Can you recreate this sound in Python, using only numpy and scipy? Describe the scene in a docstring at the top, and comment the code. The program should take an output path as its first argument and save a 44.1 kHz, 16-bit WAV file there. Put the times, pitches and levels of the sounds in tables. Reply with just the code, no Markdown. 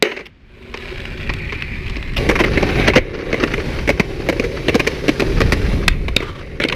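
"""A skateboard on the concrete of an open skatepark, heard from a microphone that follows it.
The board is dropped and rolls away empty; the skater jumps on, rides over slab joints, pops the tail,
grinds a ledge and clatters down. Impacts excite the damped modes of deck and trucks, and surface
roughness drives the rolling noise. Turbulent air buffets the microphone; the hardest blows overload it."""
import sys
import numpy as np
from scipy import signal
from scipy.fft import rfft, irfft, next_fast_len
from scipy.io import wavfile
from scipy.ndimage import uniform_filter1d, map_coordinates

SR = 44100
rng = np.random.default_rng(int(sys.argv[2]) if len(sys.argv) > 2 else 0)


def waveform_to_disk(signal):
    """Save audio, clipped to [-1, 1], as 16-bit WAV at the path in sys.argv[1]."""
    frames = np.transpose(np.atleast_2d(signal))
    scaled = np.clip(frames, -1, 1) * 32767
    samples = np.round(scaled).astype(np.int16)
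    wavfile.write(sys.argv[1], SR, samples)


N = 297675
TIME, HIT_TIME = np.arange(N) / SR, np.arange(SR // 8) / SR
DROP_S, TRAP_S, MOUNT_S = 0.0255, 0.28, 2.18  # the board lands; a foot stills it; the skater jumps on

# envelope of the empty board's roll: (time [s], relative rasp level [dB], relative hum level [dB])
EMPTY_ROLL = [(0.3, -77, -80), (0.578, -49, -47), (0.882, -33.5, -37.5), (1.474, -37, -43.5),
              (2.01, -35.5, -45), (2.15, -37, -48)]
# envelope of the roll under the skater: (time [s], relative level [dB])
RIDDEN_ROLL = [(2.2, -28), (2.41, -31), (2.78, -20.5), (2.85, -19), (2.98, -37.5), (3.2, -34),
               (3.34, -28.5), (3.45, -28.5), (3.81, -31), (3.99, -36.5), (4.76, -33.5), (5.75, -30.5),
               (5.9, -40.5), (6.63, -42.5), (6.75, -34)]
# path from board to microphone: (time [s], distance [m])
DISTANCE = [(2.2, 1.2), (3.1, 1.92), (3.7, 1.22), (5.25, 1.09), (6.75, 1.42)]
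# spectrum of a wheel striking sand or stone: (frequency [Hz], level [dB])
SAND = [(900, -11), (2500, 7.5), (3400, -3.5), (5000, -12.5), (7000, -25), (15000, -34.5)]


def amp(db):
    """Amplitude ratio of a level in decibels."""
    return 10 ** (np.asarray(db) / 20)


def unit(x):
    """Normalisation to rms 1."""
    return x / np.sqrt(np.mean(x ** 2) + 1e-20)


def unit_burst(x):
    """Normalisation of a transient: its loudest 5 ms have rms 1."""
    return x / np.sqrt(uniform_filter1d(x ** 2, 220, mode="constant").max() + 1e-20)


def along(points, hz):
    """Interpolation of (frequency [Hz], value) points on a logarithmic axis."""
    f, v = np.transpose(points)
    return np.interp(np.log(hz + 1), np.log(f + 1), v)


def curves(rows):
    """Piecewise linear envelopes, one for each column after the time."""
    times, *columns = np.transpose(rows)
    return [np.interp(TIME, times, column) for column in columns]


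def wobble(rate):
    """Smooth random modulation with rate knots a second."""
    return map_coordinates(rng.standard_normal(int(N * rate / SR) + 4), [TIME * rate])


def arch(t, length):
    """A rounded envelope: the square root of a half sine."""
    return np.sqrt(np.abs(np.sin(np.pi * np.clip(t / length, 0, 1))))


def add(track, s, sound):
    """Superposition of a sound on the track at time s."""
    start = max(round(s * SR), 0)
    track[start:start + len(sound)] += sound[:N - start]


def filtered(x, response):
    """Linear filtering: the spectrum of x times a frequency response."""
    size = next_fast_len(len(x) + SR // 8, real=True)
    return irfft(rfft(x, size) * response(np.fft.rfftfreq(size, 1 / SR)), size)[:len(x)]


def coloured(x, spectrum):
    """Spectral shaping of x, at rms 1."""
    return unit(filtered(x, lambda hz: amp(along(spectrum, hz))))


def impulse(spectrum, size=1024):
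    """Minimum-phase impulse response of a spectrum, by folding its cepstrum."""
    cepstrum = irfft(np.log(amp(along(spectrum, np.fft.rfftfreq(size, 1 / SR)))))
    cepstrum[1:size // 2] *= 2
    cepstrum[size // 2 + 1:] = 0
    return irfft(np.exp(rfft(cepstrum)))


def varied(spectrum):
    """Each contact meets the ground at a new angle, which scatters its spectrum by about 3 dB."""
    return [(hz, db + rng.normal(0, 3)) for hz, db in spectrum]


def resonate(x, modes):
    """Forced response of parallel second-order resonators of alternating sign."""
    return filtered(x, lambda f: sum((-1) ** k * amp(db) * hz * width / (hz**2 - f**2 + 1j * f * width)
                                     for k, (hz, width, db) in enumerate(modes)))


def ring(modes, detune):
    """Free vibration: damped sinusoids, each scattered in level and frequency."""
    t, scatter_db = HIT_TIME, rng.normal(0, 3, len(modes))
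    return sum(amp(db + extra - 60 * t / t60) * np.sin(2 * np.pi * hz * rng.normal(1, detune) * t)
               for (hz, db, t60), extra in zip(modes, scatter_db))


def struck(force, response):
    """Convolution of a contact force with a body's impulse response, at unit strength."""
    return unit_burst(signal.fftconvolve(force, response)[:len(force)])


def chatter(length, t60, gap_s):
    """Contact force: a strike and quick rebounds, dwindling after length seconds, add in energy."""
    rebounds = np.cumsum(gap_s * rng.uniform(0.28, 1.7, size=16))
    sizes = amp(rng.normal(-1, 2, size=16)) / (1 + (rebounds / max(length, 0.001)) ** 6)
    age = HIT_TIME - np.append(0, rebounds)[:, None]
    pulses = (age >= 0) * np.append(1, sizes)[:, None] * amp(-60 * np.abs(age) / t60)
    return np.linalg.norm(pulses, axis=0) * rng.standard_normal(len(HIT_TIME))


def grit(rate, spread_db):
    """Shot noise: rate tiny impacts a second on the grain of the concrete."""
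    impacts = (rng.random(N) < rate / SR) * rng.standard_normal(N)
    return unit(impacts * amp(spread_db * rng.standard_normal(N)))


def shimmer(x, depth_db):
    """Random drifting peaks and dips imitate interference with a shifting ground reflection."""
    frames = signal.stft(x, nperseg=1024)[2]
    ripple = uniform_filter1d(rng.standard_normal(frames.shape), size=3, axis=0)
    ripple = unit(uniform_filter1d(ripple, size=28, axis=1))
    return unit(signal.istft(frames * amp(depth_db * ripple), nperseg=1024)[1][:N])


def weight():
    """Loading: 0 while the board is empty, 1 once the skater is on it."""
    return np.clip((TIME - MOUNT_S) / 0.004, 0, 1)


def untrapped():
    """Damping by a foot: 1 while the dropped board rings freely, 0 once it is stilled."""
    return np.clip((TRAP_S - TIME) / 0.035 + 1, 0, 1)


def wind():
    """Turbulent pressure fluctuations on the moving microphone, over the hush of the park."""
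    gusts = [(0.33, -49.5), (1.29, -22.5), (1.74, -25.5), (2.24, -20.5), (2.98, -18), (3.07, -33.5),
             (3.95, -21.5), (3.98, -28), (5.24, -26.5), (5.38, -14.5), (5.81, -15.5), (6.26, -29),
             (6.75, -30)]  # (time [s], level [dB])
    # spectra of turbulence and hush: (frequency [Hz], level [dB])
    buffet_spectrum = [(12, -9.5), (30, 3.5), (80, -2), (150, -9.5), (250, -16), (420, -22), (650, -65.5)]
    hush_spectrum = [(30, -4.5), (240, -3), (400, -18), (1000, -23.5), (2300, -19), (5000, -35),
                     (15000, -76)]
    buffet = amp(curves(gusts)[0] + wobble(13)) * coloured(rng.standard_normal(N), buffet_spectrum)
    return buffet + amp(-49.5) * coloured(rng.standard_normal(N), hush_spectrum)


def slaps():
    """A short contact has a wide spectrum: bare wood or metal hits concrete and rings the whole plank."""
    # (time [s], crack level [dB], thud level [dB], click level [dB], rattle length [s])
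    blows = [(0.0245, -6.5, -6, -8, 0.003), (5.880, -2.5, -21, -8.5, 0.0037),
             (6.1641, -7.5, -11.5, -6.5, 0.0038), (6.6375, -11.5, -17.5, -20, 0.0025),
             (6.6855, -18, -21, -21, 0.004), (6.698, -18, -43, -35, 0.0031)]
    plank_modes = [(1522, 210, -2), (1604, 144, 0), (2115, 240, 5.5), (2686, 510, -2.5), (3100, 140, 1.5),
                   (4060, 170, -10.5), (4630, 880, -17.5)]  # (frequency [Hz], bandwidth [Hz], level [dB])
    click_spectrum = [(2800, -11), (3700, 18.5), (4400, 11.5), (5600, -4), (7500, -3), (11500, -13),
                      (15000, -15)]  # (frequency [Hz], level [dB])
    out, edge = np.zeros(N), impulse(click_spectrum)
    for s, crack_db, thud_db, click_db, length in blows:
        force = chatter(length, t60=0.0073, gap_s=0.00098)
        crack = amp(crack_db) * unit_burst(resonate(force, plank_modes))
        thud = amp(thud_db) * deck_bend(force, s, detune=0.02)
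        add(out, s, crack + thud + amp(click_db) * struck(force, edge))
    return out


def deck_bend(force, s, detune):
    """Bending modes thud, deeper under load; below them air flows round the deck and radiates little."""
    bending_modes = [(249, -31, 0.053), (331, 12.5, 0.012), (414.4, 1, 0.044), (508.7, -3, 0.057)]  # (frequency [Hz], level [dB], t60 [s])
    cutoff_hz = 117 if s > MOUNT_S else 260
    radiation = signal.butter(2, cutoff_hz, "highpass", fs=SR, output="sos")
    return struck(force, signal.sosfilt(radiation, ring(bending_modes, detune)))


def park_echo(x):
    """Reverberation: ramps and trees scatter a thin tail that lasts longest in the midrange."""
    decay_times = [(200, 0.063), (2200, 0.3), (5000, 0.11)]  # (frequency [Hz], t60 [s])
    hz, t, frames = signal.stft(rng.standard_normal(SR), SR, nperseg=256)
    envelope = amp(-60 * t / along(decay_times, hz)[:, None]) * (1 - np.exp(-t / 0.0076))
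    tail = signal.istft(frames * envelope, SR, nperseg=256)[1]
    return signal.fftconvolve(x, tail / np.linalg.norm(tail))[:N]


def free_ring(level_db, t60):
    """Lightly damped resonance: loose trucks keep the dropped board ringing until a foot stills it."""
    free_modes = [(357, 11, 6.5), (438, 21, 4.5), (558, 24, -7.5), (2100, 600, -9), (2950, 250, -12),
                  (3900, 200, -29), (6450, 250, -29)]  # (frequency [Hz], bandwidth [Hz], level [dB])
    out = np.zeros(N)
    shiver = unit(filtered(resonate(rng.standard_normal(SR), free_modes), lambda hz: hz > 300))
    add(out, DROP_S, amp(level_db - 60 * TIME[:SR] / t60) * shiver)
    return out * untrapped()


def empty_roll(rasp_gain_db, hum_gain_db):
    """Roughness excitation: light wheels rasp and the deck hums; after the drop the trucks buzz alike."""
    # spectra of wheels and free deck: (frequency [Hz], level [dB])
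    rasp_spectrum = [(400, -31), (560, -8), (1350, -10), (1750, -2.5), (2450, -2.5), (3300, -13),
                     (4300, -14), (6300, -29.5), (15000, -43.5)]
    hum_spectrum = [(150, -49), (240, 7.5), (285, -24), (365, 9.5), (410, 3), (465, -8), (550, 0),
                    (800, -44.5)]
    rasp_db, hum_db = curves(EMPTY_ROLL)
    age = TIME - DROP_S
    buzz = (age > 0) * untrapped() * amp(-27.5 - 89 * age)  # decays by 89 dB a second
    skitter = amp(0.7 * wobble(60))
    rasp = shimmer(coloured(grit(rate=9000, spread_db=2), rasp_spectrum), depth_db=3)
    rasp *= (amp(rasp_db + rasp_gain_db) + amp(-5.5) * buzz) * skitter
    hum = (amp(hum_db + hum_gain_db) + buzz) * coloured(grit(rate=1200, spread_db=2), hum_spectrum)
    return (1 - weight()) * (rasp + hum)


def bumps(clack_gain_db, thud_gain_db, click_gain_db):
    """Impact excitation: a bump clacks the wheels, rings and bends the deck and, under load, clicks."""
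    # knocks of the rolling board, landing feet, one faint slab joint and the final tumble:
    # (time [s], relative clack level [dB], relative thud level [dB], rattle length [s])
    knocks = [(0.049, -20.5, -23, 0.0071), (0.172, -23, -37, 0.005), (0.741, -21, -21.5, 0.0039),
              (1.293, -16, -27, 0.0079), (1.523, -18.5, -22, 0.0053), (1.966, -22, -20, 0.0026),
              (2.29, -12, -7.5, 0.00098), (2.295, -10.5, -5.5, 0.006), (2.31, -15, -14.5, 0.0089),
              (2.354, -13.5, -15, 0.008), (2.391, -10.5, -17, 0.02), (2.403, -15.5, -4.5, 0.017),
              (2.438, -12, -11.5, 0.0098), (2.574, -11.5, -5, 0.0065), (2.626, -15, -7, 0.0048),
              (2.665, -26, -13, 0.0038), (2.893, -15, -12, 0.0089), (2.935, -15.5, -34, 0.01),
              (2.955, -6, -0.5, 0.017), (3.537, -14.5, -14, 0.0035), (3.579, -22.5, -12.5, 0.0024),
              (3.876, -17, -11.5, 0.0071), (4.326, -22.5, -14, 0.0037), (4.439, -23, -15.5, 0.012),
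              (5.22, -21.5, -5, 0.0023), (6.082, -18.5, -21, 0.0022), (6.203, -23, -16.5, 0.0031),
              (6.223, -26, -17, 0.009), (6.6, -15, -12, 0.0039), (6.612, -18, -19, 0.02),
              (6.649, -18, -7.5, 0.0024), (6.724, -12.5, -22, 0.001)]
    plywood_modes = [(0.5, -11, 0.016), (0.76, -19, 0.018), (1, 9, 0.013)]  # (frequency ratio, level [dB], t60 [s])
    # spectra of a wheel's clack and its click on a concrete edge: (frequency [Hz], level [dB])
    clack_spectrum = [(300, -44), (560, -5.5), (1100, 3.5), (1300, -3.5), (2200, 5), (2700, -1.5),
                      (3400, -11.5), (4200, -8.5), (6500, -22.5), (7300, -38), (15000, -45.5)]
    click_spectrum = [(2800, -17.5), (4200, 13.5), (5900, 4.5), (7200, -7), (15000, -14.5)]
    out, edge, load = np.zeros(N), impulse(click_spectrum), weight()
    distance, = curves(DISTANCE)
    wood_hz = 2220  # scattered, as knocks land anywhere on the deck
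    scattered = [(*row, wood_hz * rng.normal(1, 0.086)) for row in bounces() + knocks]
    for s, clack_db, thud_db, length, ring_hz in joint_crossings() + scattered:
        at = round(s * SR)
        loaded = load[at]
        force = chatter(length, t60=0.036 * loaded + 0.04 * (1 - loaded), gap_s=0.0018)
        # harder and nearer blows are brighter
        click_db = click_gain_db + 1.086 * clack_db - 18 * np.log2(distance[at])
        click = amp(click_db) * loaded * struck(force, edge)
        wheel = struck(force, impulse(varied(clack_spectrum)))
        thud = amp(thud_db + thud_gain_db) * deck_bend(force, s, detune=0.07)
        modes = [(ratio * ring_hz, db, t60) for ratio, db, t60 in plywood_modes]
        wood = amp(-5) * (1 + loaded) / 2 * struck(force, ring(modes, detune=0.01))
        add(out, s, amp(clack_db + clack_gain_db) * (wheel + wood) + click + thud)
    return out


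def bounces(first_flight_s=0.0905, restitution=0.54, rattle_s=0.0066):
    """Inelastic rebounds: the dropped board hops ever lower and faster. Gives rows of knocks."""
    hop = np.arange(4)
    times = DROP_S + np.cumsum(first_flight_s * restitution ** hop)
    return [(s, db, db, rattle_s) for s, db in zip(times, -23.5 - 2 * hop)]


def scuffs():
    """Sliding friction: a sole scrapes as it stills the board, and again as the skater leaps for it."""
    scrapes = [(0.254, -33, 0.021), (2.163, -16, 0.028)]  # (time [s], level [dB], length [s])
    sole_spectrum = [(500, -4), (1500, -10.5), (2800, 5.5), (4000, -12), (5400, -10.5), (6300, -28),
                     (15000, -30.5)]  # (frequency [Hz], level [dB])
    swell = sum(amp(db) * arch(TIME - s, length) for s, db, length in scrapes)
    return swell * coloured(grit(rate=4800, spread_db=1.5), sole_spectrum)


def sand_ticks(rate, gain_db, spread_db, t60):
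    """Sparse shot noise: the empty wheels flick over sand in bright ticks of uneven size."""
    rasp_db, _ = curves(EMPTY_ROLL)
    ticks = (rng.random(N) < rate / SR) * amp(spread_db * rng.uniform(-1, 1, N))
    force = signal.fftconvolve(ticks, amp(-60 * HIT_TIME / t60))[:N] * rng.standard_normal(N)
    return (1 - weight()) * amp(rasp_db + gain_db) * coloured(force, SAND)


def stone_chips(t60):
    """Light impacts: an empty wheel snaps over a chip of stone, too gently to bend the deck."""
    chips = [(0.774, -27.5), (0.927, -36), (1.054, -23.5), (1.229, -28), (1.337, -24), (1.6227, -18.5),
             (1.867, -30), (1.898, -28), (2.027, -26.5)]  # (time [s], level [dB])
    out = np.zeros(N)
    for s, db in chips:
        force = amp(-60 * HIT_TIME / t60) * rng.standard_normal(len(HIT_TIME))
        add(out, s, amp(db) * struck(force, impulse(varied(SAND))))
    return out


def loose_wheel(flutter_db):
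    """Bearing resonance: an unloaded wheel whirrs as the board coasts, and again in the jump."""
    whirrs = [(1.188, 0.79, 2400, -35), (5.885, 0.83, 2060, -47)]  # (time [s], length [s], resonance [Hz], level [dB])
    out, width_hz = np.zeros(N), 440
    for s, length, hz, db in whirrs:
        bearing = [(hz, width_hz, 0)]
        whirr = unit(resonate(resonate(rng.standard_normal(SR), bearing), bearing))
        add(out, s, amp(db) * arch(TIME[:SR], length) * whirr)
    return out * amp(flutter_db * wobble(50))


def ridden_roll(rasp_gain_db):
    """Roughness excitation under load: rough patches swell rasp and rumble; near wheels sound brighter."""
    # spectra of wheels, deck, grit and top octave: (frequency [Hz], level [dB])
    rasp_spectrum = [(450, -22.5), (700, 3.5), (1000, -4.5), (1120, -1), (1280, -9.5), (1600, -1.5),
                     (2250, 3.5), (2800, -3.5), (3400, -14.5), (3800, -7), (6200, -63)]
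    rumble_spectrum = [(60, -23.5), (140, 4), (200, -5), (300, -0.5), (385, 2.5), (480, -2), (570, -4),
                       (660, -19.5), (1100, -85)]
    hiss_spectrum = [(2300, 3.5), (4200, 5.5), (5200, 2), (6400, -4), (7200, -16), (12000, -65)]
    fizz_spectrum = [(6000, -11), (7500, 1), (8600, -3.5), (10500, 2.5), (11600, -3), (12700, -12),
                     (14700, -1.5), (15600, -17)]
    roll_db, = curves(RIDDEN_ROLL)
    doublings = np.log2(curves(DISTANCE)[0])  # of distance, from 1 m
    patches_db = 1.5 * wobble(60)
    rasp = shimmer(coloured(grit(rate=5000, spread_db=3), rasp_spectrum), depth_db=2.5)
    rumble = shimmer(coloured(grit(rate=3000, spread_db=2), rumble_spectrum), depth_db=2)
    hiss = shimmer(coloured(rng.standard_normal(N), hiss_spectrum), depth_db=2.2)
    fizz = shimmer(coloured(rng.standard_normal(N), fizz_spectrum), depth_db=2.2)
    pop_s, down_s = 5.88, 6.6
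    off_ground = uniform_filter1d(((TIME > pop_s) & (TIME < down_s)) * 1.0, size=800)
    rasp *= amp(roll_db + rasp_gain_db + patches_db)
    rumble *= amp(0.66 * roll_db - 4 + patches_db - 4 * off_ground)
    fizz *= amp(-15 + 2 * doublings)
    treble = amp(roll_db - 3 - 15.5 * doublings + patches_db / 2) * (hiss + fizz)
    return weight() * (rasp + rumble + treble)


def pits(rate, gain_db, t60):
    """Random impacts: loaded wheels drop into small pits, and each dull tick rings the trucks."""
    truck_modes = [(394, 70, 11.5), (1087, 160, 2), (1560, 190, -5.5), (2104, 87, -20), (2150, 1700, 10.5),
                   (3210, 1800, -4.5), (4370, 660, -2)]  # (frequency [Hz], bandwidth [Hz], level [dB])
    ticks = (rng.random(N) < rate / SR) * amp(rng.uniform(-8, 0, N))
    envelope = signal.fftconvolve(ticks, amp(-60 * HIT_TIME / t60))[:N]
    force = envelope * filtered(rng.standard_normal(N), lambda hz: hz < 6500)
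    return weight() * amp(gain_db + curves(RIDDEN_ROLL)[0]) * unit(resonate(force, truck_modes))


def joint_crossings(rattle_s=0.0014):
    """Paired impacts: an axle's wheels strike a slab joint in turn. Gives knocks with a ring pitch."""
    # (time [s], first wheel [dB], second wheel [dB], lag [s], thud offset [dB], plywood ring [Hz])
    joints = [(2.877, -8.5, -5, 0.0049, -1.5, 2140), (2.975, -11, -13.5, 0.0063, 7, 2160),
              (3.329, -15, -16.5, 0.013, 7, 2160), (3.429, -17.5, -10, 0.0066, 6, 1940),
              (3.891, -9.5, -13.5, 0.0099, 5.5, 2180), (3.9968, -10, -15, 0.0053, 5.5, 2120),
              (4.288, -13.5, -15.5, 0.0082, 6, 2190), (4.397, -15, -27, 0.0046, 7, 2400),
              (4.683, -12.5, -14.5, 0.01, 7, 2670), (4.7443, -15, -11, 0.0084, 8.5, 1620),
              (4.795, -13.5, -13, 0.0065, 1.5, 2450), (4.867, -19.5, -12, 0.0053, 4, 2350),
              (5.0813, -15, -12.5, 0.009, 9.5, 2270), (5.197, -14.5, -14, 0.0066, 1.5, 1880),
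              (5.404, -12, -12.5, 0.011, 4.5, 1930), (5.5217, -9.5, -13.5, 0.0082, -0.5, 1950)]
    return [(wheel_s, db, db + thud_db, rattle_s, ring_hz)
            for s, first_db, second_db, lag, thud_db, ring_hz in joints
            for wheel_s, db in ((s, first_db), (s + lag, second_db))]


def ledge_grind(start_s, sag_per_s, rough_db):
    """Friction drives the ledge's steel edging in two fits; the ring sinks in pitch as the truck slows."""
    steel_modes = [(980, 150, -8), (1250, 35, 6), (1420, 40, 1), (1700, 170, -7)]  # (frequency [Hz], bandwidth [Hz], level [dB])
    friction_spectrum = [(700, -15), (1600, 4), (2500, 4), (3100, 11.5), (4200, 3), (6000, -9),
                         (12000, -23)]  # (frequency [Hz], level [dB])
    fits = [(6.17, -34), (6.24, -35.5), (6.3, -35.5), (6.35, -48), (6.395, -39.5), (6.45, -80)]  # (time [s], level [dB])
    out, t = np.zeros(N), TIME[:SR]
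    steel = unit(resonate(rng.standard_normal(SR), steel_modes))
    sinking = map_coordinates(steel, [(t - sag_per_s * t ** 2 / 2) * SR])
    add(out, start_s, sinking + amp(-5) * coloured(rng.standard_normal(SR), friction_spectrum))
    return out * amp(curves(fits)[0] + rough_db * wobble(90))


def scene():
    """Superposition of blows and scrapes, their reverberation, rolling noise and wind."""
    contacts = bumps(clack_gain_db=-3, thud_gain_db=-4, click_gain_db=-4.5) + slaps()
    contacts += free_ring(level_db=-14.5, t60=0.4) + scuffs() + stone_chips(t60=0.02)
    contacts += ledge_grind(start_s=6.1644, sag_per_s=0.4, rough_db=3)
    rolling = empty_roll(rasp_gain_db=-0.5, hum_gain_db=2.5) + ridden_roll(rasp_gain_db=-2.5)
    rolling += sand_ticks(rate=110, gain_db=-4, spread_db=6, t60=0.017)
    rolling += loose_wheel(flutter_db=4)
    rolling += pits(rate=45, gain_db=-4, t60=0.064)
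    return (contacts + amp(-23.5) * park_echo(contacts) + rolling + wind())[None]


def record(dry):
    """Saturation and band limiting: the microphone flattens peaks, blocks DC and cuts the top treble."""
    low_hz, top_hz = 8, 15400
    clipped = dry[0] / (1 + np.abs(dry[0]) ** 6) ** (1 / 6)
    return filtered(clipped, lambda hz: hz / np.hypot(hz, low_hz) / (1 + (hz / top_hz) ** 80))[None]


dry = scene()
out = record(dry)
waveform_to_disk(out)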